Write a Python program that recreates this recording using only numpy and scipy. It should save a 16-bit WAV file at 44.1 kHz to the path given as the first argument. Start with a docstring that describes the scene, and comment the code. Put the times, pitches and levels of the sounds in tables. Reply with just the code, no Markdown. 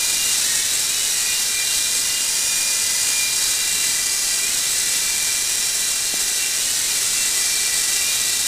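"""Toy helicopter in a small room

A toy with two counter-rotating rotors hovers over straw mats. Each rotor has its own tiny motor: the
two whine almost in unison, beating, and split apart whenever the craft turns. Plastic gears rasp, hiss
and ring the body, the blades flutter faintly, the motor drive whistles, and there is one soft pop.
A pocket camera samples the sound coarsely and holds each sample, mirroring the whine into the treble."""
import sys
import numpy as np
from scipy import signal
from scipy.fft import rfft, irfft, next_fast_len
from scipy.io import wavfile
from scipy.ndimage import uniform_filter1d, map_coordinates

SR = 44100
rng = np.random.default_rng(int(sys.argv[2]) if len(sys.argv) > 2 else 0)


def put_to_file(sound):
    """Save the sound as 16-bit audio at rate SR, in the file named by the first command-line argument."""
    columns = np.atleast_2d(sound).T  # one column per channel
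    safe = np.clip(columns, -1, 1)
    whole_steps = np.round(safe * 32767)
    wavfile.write(sys.argv[1], SR, whole_steps.astype(np.int16))


N = 373527
TIME = np.arange(N) / SR

# Shaft speeds in hover. Each row: time in seconds, shared throttle in Hz, trim in Hz (added to the
# first motor, taken from the second).
HOVER_SPEEDS = [(0.0, 399.7, 2.5), (0.33, 398.3, 2.5), (0.48, 394.2, 2.5), (0.7, 402, 2.5), (1.2, 396, 3),
                (1.6, 395.6, 3.1), (1.95, 399, 1.6), (2.3, 402.9, 2.5), (2.6, 401.7, 1.5), (3.0, 400.8, 0),
                (3.3, 399.2, -0.32), (3.75, 396.3, -2.5), (4.35, 394.3, -2.5), (5.05, 396.2, -2.5),
                (6.5, 394, -1.78), (7.5, 393.4, -1.5), (8.1, 391, 2.5), (8.47, 393, 2.1)]
# Turns of the craft. Each row: start, rise, hold and fall in seconds, extra trim in Hz.
TURNS = [(0.33, 0.14, 0.13, 0.36, -30), (0.84, 0.11, 0.03, 0.46, 16), (4.41, 0.1, 0.01, 0.12, 21),
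         (4.58, 0.079, 0.1, 0.69, -5), (5.43, 0.08, 0.01, 0.14, 11), (6.5, 0.22, 0.12, 0.1, 25),
         (6.92, 0.1, 0.02, 0.5, -8.5), (8.0, 0.08, 0.03, 0.14, 7)]
# Harmonics of the whine. Each row: order (multiple of the shaft speed), then base levels in dB of the
# first motor's core, the second motor's core and the rough skirt of each.
HARMONICS = [(1, -62.5, -63, -65), (4, -56, -60, -60), (5, -48, -45.5, -45.5), (6, -43.5, -46, -46),
             (7, -43, -48.5, -46), (8, -47.5, -50, -46.5), (9, -45, -50, -48.5), (10, -41, -43.5, -47.5),
             (11, -43, -45, -51), (12, -42, -41.5, -46.5), (13, -42.5, -45.5, -44), (14, -40, -42.5, -41),
             (15, -38.5, -45, -42.5), (16, -41, -42, -40.5), (17, -43.5, -44, -42.5), (18, -42, -41, -47),
             (19, -45, -47, -50)]
# Brief whistles of one harmonic. Each row: middle and length in seconds, motor 1 or 2, order, rise in dB.
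WHISTLES = [(0.06, 0.26, 1, 6, 7.5), (0.25, 0.22, 1, 7, 13.5), (0.55, 0.36, 1, 5, 13), (1.03, 0.2, 1, 7, 6),
            (1.3, 0.13, 1, 6, 8), (1.37, 0.13, 1, 7, 8.5), (1.58, 0.17, 1, 6, 6), (1.72, 0.11, 1, 7, 9),
            (1.75, 0.7, 1, 10, 6), (2.15, 0.3, 1, 7, 12), (2.58, 0.5, 1, 6, 6.5), (2.88, 0.6, 2, 5, 7),
            (3.07, 0.13, 1, 7, 8), (3.22, 0.3, 1, 6, 12), (3.73, 0.36, 1, 7, 10), (3.82, 0.45, 2, 5, 6),
            (3.95, 0.8, 1, 6, 5), (4.09, 0.16, 1, 17, 5), (4.45, 0.13, 1, 6, 10), (4.52, 0.14, 1, 5, 10),
            (5.22, 0.54, 1, 6, 10.5), (6.44, 0.2, 1, 6, 12), (6.45, 0.16, 1, 7, 12), (6.68, 0.3, 1, 7, 8),
            (7.21, 0.18, 1, 7, 13), (7.36, 0.25, 2, 5, 10), (7.55, 0.8, 1, 11, 7), (7.6, 0.42, 1, 6, 8),
            (8.02, 0.38, 1, 7, 8.5), (8.1, 0.15, 1, 6, 7)]
# Resonances of the first motor's mount. Each row: frequency in Hz, half width in Hz, gain in dB.
MOUNT_MODES = [(2390, 75, 4.5), (5640, 120, 6)]
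# How squarely the flank faces the microphone. Each row: time in seconds, share from 0 to 1 (side-on).
FLANK_FACING = [(0.0, 0.95), (0.3, 0.6), (0.5, 0.1), (1.35, 0.35), (1.75, 0.11), (2.1, 0.7), (3.25, 1.0),
                (3.6, 0.45), (4.1, 0.85), (4.4, 0.7), (4.7, 0.1), (6.5, 0.15), (7.2, 0.35), (8.47, 0.25)]
# Harmonics of the first motor that radiate from the flank. Each row: order, side-on gain in dB.
FLANK_HARMONICS = [(12, 3), (13, 3), (17, 13.5), (18, 7)]
# Spectrum of the gear hiss. Each row: frequency in Hz, relative level in dB.
HISS_SPECTRUM = [(300, -31.5), (1050, -25.5), (1400, -14.5), (1850, -12), (2200, -19.5), (2600, -15.5),
                 (3350, -12.5), (3700, -9), (4300, -6), (5050, -8), (5750, -2.5), (6500, -4), (7200, 0.5),
                 (7900, 2)]
# Envelope of the gear hiss. Each row: time in seconds, relative level in dB.
HISS_ENVELOPE = [(0.0, -21.5), (0.15, -22.5), (0.3, -19.7), (0.7, -21.5), (1.7, -22.5), (1.9, -21),
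                 (2.15, -22.9), (2.45, -22), (3.85, -21.5), (4.1, -23.2), (4.57, -21), (5.8, -22),
                 (6.05, -23.2), (6.5, -22), (7.2, -20.5), (7.65, -21), (8.47, -21.5)]
# The body's ring, then the whine's rough 12th harmonic. Each row: frequency in Hz, width in Hz.
FUZZY_BANDS = [(3900, 490), (4780, 180)]
# Envelope of the body's ring. Each row: time in seconds, relative level in dB.
RING_ENVELOPE = [(0.0, -26.5), (1.0, -26.5), (1.25, -29.5), (1.9, -27.5), (2.3, -36), (2.75, -34),
                 (3.35, -27), (3.95, -28.5), (4.1, -40), (4.6, -31), (7.85, -31.5), (8.2, -25), (8.47, -26)]
# Air stirred by the rotors, and the quiet room. Each row: frequency in Hz, spectral density in dB.
AIR_SPECTRUM = [(15, -66), (40, -83), (100, -79), (250, -79.5), (420, -79.5), (700, -80.5), (1500, -79.5),
                (6000, -100)]
# A soft, dull pop. Each row: start in seconds, level in dB, pitch in Hz, length in seconds.
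SOFT_POPS = [(6.138, -23, 293, 0.007)]


def amp(db):
    """Converts decibels to an amplitude ratio."""
    return 10 ** (np.asarray(db) / 20)


def unit(x):
    """Normalises a signal to rms 1."""
    return x / np.sqrt(np.mean(abs(x) ** 2) + 1e-20)


def curves(rows):
    """Linear interpolation of (seconds, ..) rows: one curve for each column after the time."""
    times, *columns = np.transpose(rows)
    return [np.interp(TIME, times, column) for column in columns]


def colour(x, spectrum):
    """Spectral shaping by (Hz, dB) points, joined on a logarithmic frequency axis."""
    hz, db = np.transpose(spectrum)
    size = next_fast_len(N)
    bins = np.fft.rfftfreq(size, 1 / SR)
    gain = amp(np.interp(np.log(bins + 1), np.log(hz), db))
    return irfft(rfft(x, size) * gain, size)[:N]


def low_pass(x, hz):
    """Steep band limiting by a windowed sinc filter."""
    return signal.oaconvolve(x, signal.firwin(6001, hz, window=("kaiser", 9), fs=SR), "same")


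def wander(width_hz, size=16384):
    """Low-pass complex noise: a random drift of rms about 1, mostly slower than width_hz."""
    hz = np.fft.fftfreq(size, N / SR / size)
    noise = rng.standard_normal(size) + 1j * rng.standard_normal(size)
    drift = unit(np.fft.ifft(noise / (1 + (hz / width_hz) ** 2)))
    return np.interp(np.arange(N) * size / N, np.arange(size), drift)


def narrow_noise(hz, half_width_hz):
    """Random modulation spreads a tone into a narrow band of noise, of rms 1."""
    return unit((wander(half_width_hz) * np.exp(2j * np.pi * hz * TIME)).real)


def shaft_speeds(turn_lift=0.22):
    """Differential steering: a turn speeds one motor up and slows the other. Both speeds are in Hz."""
    throttle, trim = curves(HOVER_SPEEDS)
    steer = sum(hz * np.interp(TIME, start + np.cumsum([0, rise, hold, fall]), [0, 1, 1, 0])
                for start, rise, hold, fall, hz in TURNS)
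    shared = throttle + turn_lift * abs(steer)
    return shared + trim + steer, shared - trim - steer


def whistle_db(motor_number, order):
    """Amplitude envelope of one harmonic's whistles: each is a parabolic arch in decibels."""
    return sum(db * np.maximum(1 - (2 * (TIME - middle) / length) ** 2, 0)
               for middle, length, number, multiple, db in WHISTLES
               if (round(number), round(multiple)) == (motor_number, order))


def motor(speed, harmonics, swell_db, fade, throb, jitter, strain_hz_per_s, rotor_hz=31.715):
    """Harmonic series of a shaft: rotor load modulates each clean core, gear play adds a rough skirt."""
    revolutions = np.cumsum(speed * (1 + jitter * wander(24.34).real)) / SR
    rotor = np.exp(2j * np.pi * revolutions * rotor_hz / speed.mean())
    # While the speed changes fast the teeth rattle loose, and the high harmonics lose their core.
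    strain = uniform_filter1d(abs(np.gradient(speed)) * SR, size=8000) / strain_hz_per_s
    rattle = amp(1.5 * np.tanh(strain))
    out = np.zeros(N)
    for order, core_db, skirt_db in harmonics:
        swell = amp(swell_db(order))
        fading = unit(1 + fade * wander(2.2))
        core = amp(core_db) * swell * fading / np.sqrt(1 + (strain * order / 10) ** 2)
        load = 1 + throb * (rotor * np.exp(2j * np.pi * rng.random())).real
        skirt = amp(skirt_db) * swell ** 0.33 * rattle * wander(width_hz=89)
        carrier = np.exp(2j * np.pi * (order * revolutions + rng.random()))
        out += np.sqrt(2) * ((core * load + skirt) * carrier).real
    return out


def whine(first_hz, second_hz, drift_db=1.2, drift_hz=2.5):
    """Beating: the harmonics of two motors at nearly the same speed interfere."""
    orders, first_db, second_db, skirt_db = np.transpose(HARMONICS)
    orders = np.round(orders)
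    facing = curves(FLANK_FACING)[0]

    def first_swell_db(order):
        """Mount resonance and flank directivity lift a harmonic, on top of its whistles and drift."""
        resonance = sum(db / (1 + ((order * first_hz - hz) / half_width) ** 2)
                        for hz, half_width, db in MOUNT_MODES)
        beam = sum(db * facing for multiple, db in FLANK_HARMONICS if round(multiple) == order)
        return whistle_db(1, order) + resonance + beam + drift_db * unit(wander(drift_hz).real)

    first = motor(first_hz, zip(orders, first_db, skirt_db), first_swell_db,
                  fade=0.2, throb=0.19, jitter=0.0009, strain_hz_per_s=330)
    second = motor(second_hz, zip(orders, second_db, skirt_db), lambda order: whistle_db(2, order),
                   fade=0.5, throb=0.22, jitter=0.0011, strain_hz_per_s=180)
    return first + second


def gears(first_hz, second_hz, bite=0.19, flutter_db=0.32, rocking_db=0.34):
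    """Friction noise: teeth scrape in bursts, once per shaft turn, and flutter under the rotors' load."""
    bursts = sum(np.cos(2 * np.pi * np.cumsum(speed) / SR) for speed in (first_hz, second_hz))
    scrape = rng.standard_normal(N) * (1 + bite * bursts / 2)
    scrape *= amp(flutter_db * unit(wander(56).real))
    hiss = unit(low_pass(colour(scrape, HISS_SPECTRUM), hz=8000.7))
    rocking = narrow_noise(hz=2.9, half_width_hz=0.8)  # the craft rocks in the air, and the hiss with it
    return hiss * amp(curves(HISS_ENVELOPE)[0] + rocking_db * rocking)


def near_echoes(x, echo_db=-15, drift_s=0.000205):
    """Comb filtering: echoes off floor and furniture shift as the craft drifts, changing the colour."""
    out = x.copy()
    for delay_s in (0.0013, 0.0029, 0.0052):
        lag = (delay_s + drift_s * wander(0.63).real) * SR
        out += amp(echo_db) * map_coordinates(x, [np.arange(N) - lag], order=3)
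    return out


def room(x, t60_s=0.24, echoes_per_s=2000, gap_s=0.004, size=12000):
    """Reverberation: sparse reflections decay exponentially as the mats absorb them."""
    age = np.arange(size) / SR
    taps = rng.choice([-1., 1.], size) * (rng.random(size) < echoes_per_s / SR) * (age > gap_s)
    tail = taps * np.exp(-np.log(1000) * age / t60_s)
    return signal.oaconvolve(x, tail / np.linalg.norm(tail))[:N]


def fuzzy_tones(side_on_db=10):
    """Narrow-band noise: a body ring, and above it the whine's rough 12th harmonic, louder side-on."""
    ring_db = -4.5 + curves(RING_ENVELOPE)[0]
    harmonic_db = -41.5 + side_on_db * curves(FLANK_FACING)[0]
    return sum(amp(db) * narrow_noise(hz, width / 2)
               for (hz, width), db in zip(FUZZY_BANDS, (ring_db, harmonic_db)))


def blades(speed, level_db=-62, mean_passing_hz=63.43):
    """Blade-passing tone: two blades per rotor turn make a low flutter over a soft wash of air."""
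    passes = np.cumsum(mean_passing_hz * speed / speed.mean()) / SR
    flutter = unit(((1 + 0.8 * wander(4)) * np.exp(2j * np.pi * passes)).real)
    air = colour(rng.standard_normal(N) * np.sqrt(SR / 2), AIR_SPECTRUM)
    return amp(level_db) * flutter + air


def motor_drive(level_db=-35.5, switching_hz=7779):
    """Switching tone: the drive gives a thin, high whistle that fades in and out at random."""
    return amp(level_db) * narrow_noise(switching_hz, half_width_hz=5.7)


def pop(overtone_ratio=2.25, overtone_db=-3):
    """A windowed tone burst: a soft, dull pop, two cycles long, with no ring."""
    out = np.zeros(N)
    for start, db, hz, length in SOFT_POPS:
        age = np.clip(TIME - start, 0, length)
        phase = 2 * np.pi * hz * age
        envelope = amp(db) * np.sin(np.pi * age / length) ** 2
        out += envelope * (np.sin(phase) + amp(overtone_db) * np.sin(overtone_ratio * phase))
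    return out


def scene():
    """Superposition of the helicopter's sounds, their reflections and the pop at one microphone."""
    first_hz, second_hz = shaft_speeds()
    motors = whine(first_hz, second_hz)
    hiss = amp(-0.68) * near_echoes(gears(first_hz, second_hz))
    reverberation = amp(-10.5) * room(motors)
    mix = motors + reverberation + hiss + fuzzy_tones() + blades(first_hz) + motor_drive() + pop()
    return np.array([mix, mix])


def record(dry, camera_rate_hz=16001.4, band_limit_hz=15500):
    """Spectral imaging: the steps of a mono sample-and-hold mirror the sound about half its rate."""
    heard = low_pass(dry.mean(0), camera_rate_hz / 2)
    last_sample_s = np.floor(TIME * camera_rate_hz) / camera_rate_hz
    held = map_coordinates(heard, [last_sample_s * SR], order=3, mode="nearest")
    out = low_pass(held, band_limit_hz)
    return np.array([out, out])


dry = scene()
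out = record(dry)
put_to_file(out)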